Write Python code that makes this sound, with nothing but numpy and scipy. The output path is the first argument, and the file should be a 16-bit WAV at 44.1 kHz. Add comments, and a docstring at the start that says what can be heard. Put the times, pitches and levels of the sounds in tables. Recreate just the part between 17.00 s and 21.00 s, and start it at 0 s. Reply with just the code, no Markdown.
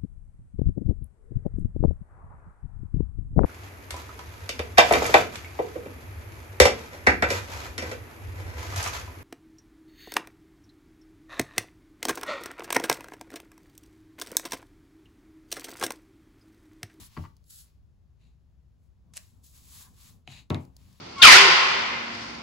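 """Stamping a card on a craft table

Close up in a quiet room, a card swishes round and an acrylic stamp block rattles the ink pad's case.
The stamp shifts on the card, then its tacky rubber peels off with a crackle. A hand slides the paper
along, fibres catching and letting go. The block touches down, scrapes briefly and is set down with a
double knock that rings the table top."""
import sys
import numpy as np
from scipy import signal
from scipy.fft import rfft, irfft, next_fast_len
from scipy.io import wavfile

SR = 44100
rng = np.random.default_rng(int(sys.argv[2]) if len(sys.argv) > 2 else 0)


def persist_wave(psi):
    """Save psi, clipped to +-1, as 16-bit WAV."""
    counts = np.round(np.clip(psi, -1, 1) * 32767).astype(np.int16)
    wavfile.write(sys.argv[1], SR, np.atleast_2d(counts).T)


N = 176400
T = np.arange(N) / SR


def from_db(db):
    """Decibels to gain."""
    return 10 ** (np.asarray(db) / 20)


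def unit_rms(x):
    """Scale to unit power."""
    return x / np.sqrt(np.mean(x ** 2) + 1e-20)


def eq(x, curve):
    """Minimum-phase EQ with unit power gain: the curve's (freq_hz, level_db) points set only its shape."""
    size = 2 * next_fast_len(N // 2 + SR // 4)
    hz, db = np.transpose(curve)
    log_freq = np.log(np.fft.rfftfreq(size, 1 / SR) + 1)
    gain = unit_rms(from_db(np.interp(log_freq, np.log(hz), db)))
    cepstrum = irfft(np.log(gain))[:size // 2]
    response = np.exp(2 * rfft(cepstrum, size) - cepstrum[0])
    return irfft(rfft(x, size) * response)[..., :N]


def clicks(rows):
    """One impulse for each (start_s, level_db)."""
    out = np.zeros(N)
    for start, db in rows:
        out[int(start * SR)] += from_db(db)
    return out


def soft_blows(rows):
    """One force pulse for each (start_s, level_db, lowpass_hz): softer contact is duller."""
    force = 0
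    for start, db, hz in rows:
        softness = signal.butter(2, min(hz, SR / 4), fs=SR, output="sos")
        force += signal.sosfilt(softness, clicks([(start, db)]) + 1e-18)
    return force


def ring(x, modes):
    """Damped sines of alternating sign, set off by x."""
    out = 0
    for k, (hz, db, t60) in enumerate(modes):
        radius, angle = np.exp(-np.log(1000) / (t60 * SR)), 2 * np.pi * hz / SR
        mode = signal.lfilter([0, np.sin(angle)], [1, -2 * radius * np.cos(angle), radius ** 2], x + 1e-18)
        out += (-1) ** k * from_db(db) * mode
    return out


def mid_side(pair, side_db):
    """Two unrelated signals as middle and side of a stereo pair."""
    return pair[0] + from_db(side_db) * pair[1] * np.array([[1], [-1]])


def wash(x, t60_s, side_db):
    """Dense modes: x through stereo noise that dies away."""
    decay = np.exp(-np.log(1000) * T[:SR // 2] / t60_s)
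    tail = mid_side(rng.standard_normal((2, SR // 2)), side_db) * decay
    tail /= np.sqrt(np.sum(tail ** 2) / 2)
    return signal.fftconvolve(np.atleast_2d(x), tail, axes=1)[:, :N]


def in_room(x, wet_db):
    """Add the small room's short reverb."""
    # reverb colour: freq_hz, level_db
    tone = [(100, -22), (500, 4), (2500, -1), (5000, -2.5), (9000, -5.5), (16000, 3)]
    return x + from_db(wet_db) * eq(wash(x, t60_s=0.22, side_db=0.5), tone)


def stroke(start_s, end_s, level_db, rise_s, fall_s):
    """A gesture's envelope: full from start to end, 20 dB down rise_s before and fall_s after."""
    away = np.maximum(start_s - T, 0) / rise_s + np.maximum(T - end_s, 0) / fall_s
    return from_db(level_db - 20 * np.minimum(away, 10) ** 1.02)


def friction(side_db):
    """Surfaces catching and letting go: tiny random snaps over a smooth hiss."""
    snaps_per_s, spread_db, snap_share = 5000, 5.5, 0.32
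    sizes = from_db(spread_db * np.minimum(rng.exponential(1, (2, N)), 3.5))
    signs = rng.choice([-1, 1], (2, N))
    snaps = unit_rms(sizes * signs * (rng.random((2, N)) < snaps_per_s / SR))
    hiss = rng.standard_normal((2, N))
    return mid_side(np.sqrt(snap_share) * snaps + np.sqrt(1 - snap_share) * hiss, side_db)


def rub(strokes, tone, side_db):
    """Friction noise shaped by a series of strokes and coloured by the surface."""
    envelope = sum(stroke(*row) for row in strokes)
    return eq(envelope * friction(side_db), tone)


def room_tone():
    """A steady bed of low rumble and faint hiss."""
    # the quiet room: freq_hz, level_db
    tone = [(20, -12), (40, -8), (60, 7), (95, -1.5), (150, -7), (250, -19.5), (450, -28.5), (1000, -35.5),
            (2200, -43), (4500, -45), (9000, -49), (16000, -53)]
    return from_db(-60) * eq(mid_side(rng.standard_normal((2, N)), side_db=-4), tone)


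def hand_weight():
    """The weight of a moving hand rumbles in the table; a dragging fingertip judders on the sheet."""
    # hands leaning, fingertip dragging: start_s, end_s, level_db, rise_s, fall_s
    leans = [(.0, 0.029, -53.5, .02, 0.048), (1.22, 1.31, -67, 0.038, 0.035),
             (2.057, 2.14, -63, 0.048, 0.13), (2.324, 2.432, -63.5, .04, 0.034),
             (2.596, 2.8, -65.5, .08, 0.042), (2.876, 2.945, -59.5, 0.025, 0.066),
             (3.11, 3.178, -59.5, 0.12, 0.09), (3.297, 3.417, -60.5, 0.015, 0.12),
             (3.794, 3.939, -60, 0.052, 0.052)]
    drags = [(2.81, 2.884, -68, .04, 0.038)]
    # colour of each: freq_hz, level_db
    rumble_tone = [(40, -20.5), (85, 4), (135, 0.5), (230, -4.5), (330, -18.5), (500, -25), (1100, -25.5),
                   (2000, -50)]
    judder_tone = [(600, -18), (950, -1.5), (1120, 3), (1330, -12), (1600, -1), (2000, -15), (4000, -33)]
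    return rub(leans, rumble_tone, side_db=-6.5) + rub(drags, judder_tone, side_db=-3)


def card_turn():
    """The card swishes brightly as it turns on the sheet."""
    # card moves: start_s, end_s, level_db, rise_s, fall_s
    turns = [(0.0, 0.068, -53.5, .02, 0.023), (.47, 0.504, -66.5, 0.04, .02),
             (0.503, 0.609, -52, 0.01, 0.069)]
    # swish colour: freq_hz, level_db
    tone = [(900, -25), (1450, -12.5), (2300, -17), (3200, -7), (4300, -2), (6000, -4.5), (7700, 3.5),
            (10500, 3), (13000, -0.5), (16000, -3.5)]
    return rub(turns, tone, side_db=-2.5)


def hand_slide():
    """A hand hisses over paper; pressing harder adds a lower rasp."""
    # hand moves: start_s, end_s, level_db, rise_s, fall_s, rasp_send_db
    slides = [(0.0, 0.033, -58.5, .02, 0.09, -7), (0.14, 0.237, -67.5, 0.13, 0.095, -4.5),
              (0.31, 0.43, -92, .05, 0.099, -1.5), (0.633, 0.682, -80, 0.076, 0.14, -2.5),
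              (1.837, 1.87, -84, 0.089, 0.052, -36), (2.17, 2.244, -65, .02, 0.19, -14),
              (2.443, 2.467, -57.5, 0.019, 0.15, -28), (2.552, 2.586, -58.5, 0.054, 0.068, -16.5),
              (2.752, 2.821, -50.5, 0.21, 0.098, -18), (3.012, 3.091, -57.5, 0.11, 0.088, -14),
              (3.604, 3.632, -69, .04, 0.099, -14), (3.806, 4.0, -72, 0.093, .05, -7)]
    # paper colours: freq_hz, level_db
    hiss_tone = [(1000, -36), (2400, -18.5), (3800, -5.5), (5600, -6.5), (7800, 1), (10500, -3),
                 (13000, -3), (16000, -7)]
    rasp_tone = [(200, 9.5), (500, -11), (800, -5.5), (1080, 4), (1350, -3), (1700, -2.5), (2400, -0.5),
                 (4500, 1), (8000, -6.5)]
    strokes = [(stroke(*row[:-1]), from_db(row[-1])) for row in slides]
    speed = np.sqrt(sum(level ** 2 for level, _ in strokes))
    pressure = np.sqrt(sum((level * send) ** 2 for level, send in strokes))
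    hiss = eq(speed * friction(side_db=-5), hiss_tone)
    rasp = eq(pressure * friction(side_db=-3.5), rasp_tone)
    return hiss + from_db(10) * rasp


def nail_ticks():
    """Fingernails and paper edges tick, crisp and almost dry."""
    # tiny contacts: start_s, level_db
    ticks = [(.067, -42), (.3675, -45), (.4415, -48.5), (3.5005, -30), (3.5385, -52), (3.652, -43.5),
             (3.7665, -33.5), (3.929, -44.5), (3.94, -57)]
    # tick colour: freq_hz, level_db
    tone = [(500, 0), (2200, -19), (3800, 5), (6000, 6), (9000, 2.5), (16000, -3)]
    hits = clicks(ticks)
    tail = from_db(1) * wash(hits, t60_s=0.018, side_db=-7)
    return in_room(eq(hits + tail, tone), wet_db=-25)


def table_knocks():
    """Blows ring the table top: distinct modes over a dense low boom and a woody knock."""
    # blows to the table: start_s, level_db, lowpass_hz
    thumps = [(.1714, -37.5, 366), (.1824, -35.5, 111), (.1934, -24, 58), (3.277, -51.5, 300),
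              (3.305, -50, 127), (3.503, -25.5, 450), (3.5139, -35.5, 377), (3.5262, -38.5, 410),
              (3.5438, -27, 226)]
    # table top resonances: pitch_hz, level_db, t60_s
    modes = [(91.1, -2.5, 0.23), (131.9, 1, 0.32), (158.3, -0.5, 0.21), (184.2, -16, 0.7),
             (230.3, -0.5, .22), (264.3, -12, 0.35), (314.2, -3.5, 0.228), (392, 1, 0.04), (464, -3, 0.052),
             (606.6, -6.5, 0.18), (719, -2, 0.076), (937, -3, 0.16), (1110, -2, .24), (1334, 3.5, .17)]
    # colours of the dense modes: freq_hz, level_db
    boom_tone = [(40, -9.5), (85, 1.5), (150, -8.5), (230, -7), (400, -9.5), (1000, -37)]
    knock_tone = [(120, -38), (300, 1), (420, -0.5), (520, -1), (650, 3), (1050, 9), (1400, 0), (2000, -5),
                  (3000, 9), (6000, -11)]
    force = soft_blows(thumps)
    boom = from_db(21.5) * eq(wash(force, t60_s=0.29, side_db=-19.5), boom_tone)
    knock = from_db(38) * eq(wash(force, t60_s=0.32, side_db=2), knock_tone)
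    return ring(force, modes) + boom + knock


def ink_pad():
    """The pad's plastic case rattles as the stamp lands and again as it lifts."""
    # taps on the pad: start_s, level_db, lowpass_hz
    taps = [(.166, -38.5, 1210), (.169, -44, 1640), (.174, -38, 1980), (.181, -55, 1500), (.238, -40, 790),
            (.2465, -45.5, 990), (.2505, -40, 980), (.254, -48.5, 1470), (.2592, -51, 1800)]
    # case resonances: pitch_hz, level_db, t60_s
    modes = [(674, -32, 0.022), (888, -7.5, 0.064), (1093, 2, 0.038), (1180, 1, 0.02), (1360, -6, 0.025),
             (1610, -5.5, 0.021), (1937, -3.5, 0.031), (2285, -1, 0.014), (2900, 2.5, 0.0077),
             (4680, 5.5, 0.013)]
    return in_room(ring(soft_blows(taps), modes), wet_db=-5)


def stamp_peel():
    """Tacky ink lets go of the card in a quick run of crackles."""
    # rubber pulling free: start_s, end_s, level_db, rise_s, fall_s
    releases = [(2.137, 2.139, -50.5, .001, 0.0068), (2.166, 2.177, -44.5, 0.02, 0.01),
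                (2.17, 2.1702, -32, 0.00091, 0.0022), (2.1755, 2.1769, -42, 0.00048, 0.0018)]
    # crackle colour: freq_hz, level_db
    tone = [(300, -23), (700, -3), (1400, -6), (2400, 1.5), (4200, 1.5), (6800, 4.5), (8300, 9),
            (11000, -2.5), (16000, -15)]
    return in_room(rub(releases, tone, side_db=-11.5), wet_db=-6)


def block_scrape():
    """The block shifts on the card; later it touches down on a corner and scrapes the table."""
    # block moves: start_s, end_s, level_db, rise_s, fall_s
    scrapes = [(1.214, 1.278, -76.5, 0.044, 0.11), (3.275, 3.327, -63, 0.0045, 0.039),
               (3.319, 3.396, -55, 0.041, 0.055)]
    # scrape colour: freq_hz, level_db
    tone = [(300, -8), (520, -15), (800, -4), (1400, -11), (2100, -2.5), (2700, 2), (3300, -4.5),
            (3900, 3.5), (4600, -2.5), (5400, -13), (6900, -5), (10000, -12.5), (12500, -19), (16000, -22)]
    # light corner contacts: start_s, level_db
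    touches = [(3.276, -35), (3.301, -45.5), (3.322, -56)]
    # corner resonances: pitch_hz, level_db, t60_s
    modes = [(726, -8.5, 0.03), (2210, -0.5, 0.0068), (2550, -0.5, 0.011), (3010, -1.5, 0.012),
             (3960, -5.5, 0.0086), (6750, -8.5, 0.0032), (10400, -14, 0.0017)]
    return rub(scrapes, tone, side_db=-4.5) + in_room(ring(clicks(touches), modes), wet_db=-6)


def block_clack():
    """Hard acrylic hits the table: a sharp double clack, a brief ring and a diffuse tail."""
    # hard contacts: start_s, level_db
    contacts = [(3.501, -33), (3.5035, -11), (3.5135, -45), (3.5455, -13), (3.5555, -41)]
    # colours of attack and tail: freq_hz, level_db
    clack_tone = [(300, 2), (750, 13.5), (1300, -1.5), (1700, 9.5), (2250, 1), (2650, 0), (3000, -9),
                  (3850, 7), (4700, -10.5), (5500, -11.5), (8000, -14), (16000, -29)]
    tail_tone = [(300, 5.5), (1000, -2.5), (1600, -4), (2300, 3), (3000, -11), (3900, -8), (5500, -18),
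                 (8000, -19.5), (16000, -29)]
    # acrylic resonances: pitch_hz, level_db, t60_s
    modes = [(1545, -26, 0.057), (1700, -24, .06), (1940, -41, 0.084), (2130, -21.5, 0.075),
             (2440, -26.5, 0.073), (2664, -28.5, 0.062)]
    hits = clicks(contacts)
    burst = from_db(7) * wash(hits, t60_s=0.0049, side_db=-5.5)
    clack = from_db(-4) * eq(hits + burst, clack_tone)
    body = from_db(-11.5) * ring(hits, modes)
    tail = from_db(-2.5) * eq(wash(hits, t60_s=0.22, side_db=-3.5), tail_tone)
    return clack + body + tail


def scene():
    """Room tone, hands and stamp, with the whole mix leaning a little to the left."""
    left_bias_db = 3.5
    background = room_tone()
    handling = hand_weight() + card_turn() + hand_slide() + nail_ticks()
    stamping = table_knocks() + ink_pad() + stamp_peel() + block_scrape() + block_clack()
    return (background + handling + stamping) * from_db([[left_bias_db / 2], [-left_bias_db / 2]])


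def record(dry):
    """The microphone feeds both sides one treble signal, late and inverted on the left; the top is cut."""
    merge_hz, left_lag_s, cutoff_hz = 6600, 0.000224, 15850
    size = next_fast_len(N + SR // 10)
    hz, spectrum = np.fft.rfftfreq(size, 1 / SR), rfft(dry, size)
    treble = .5 + .5 * np.tanh((hz - merge_hz) / 300)
    left_phase = -np.exp(-2j * np.pi * hz * left_lag_s)
    shared = spectrum.mean(axis=0) * np.array([left_phase, np.ones(len(hz))])
    high_cut = .5 - .5 * np.tanh((hz - cutoff_hz) / 80)
    return irfft((spectrum * (1 - treble) + shared * treble) * high_cut, size)[:, :N]


dry = scene()
out = record(dry)
persist_wave(out)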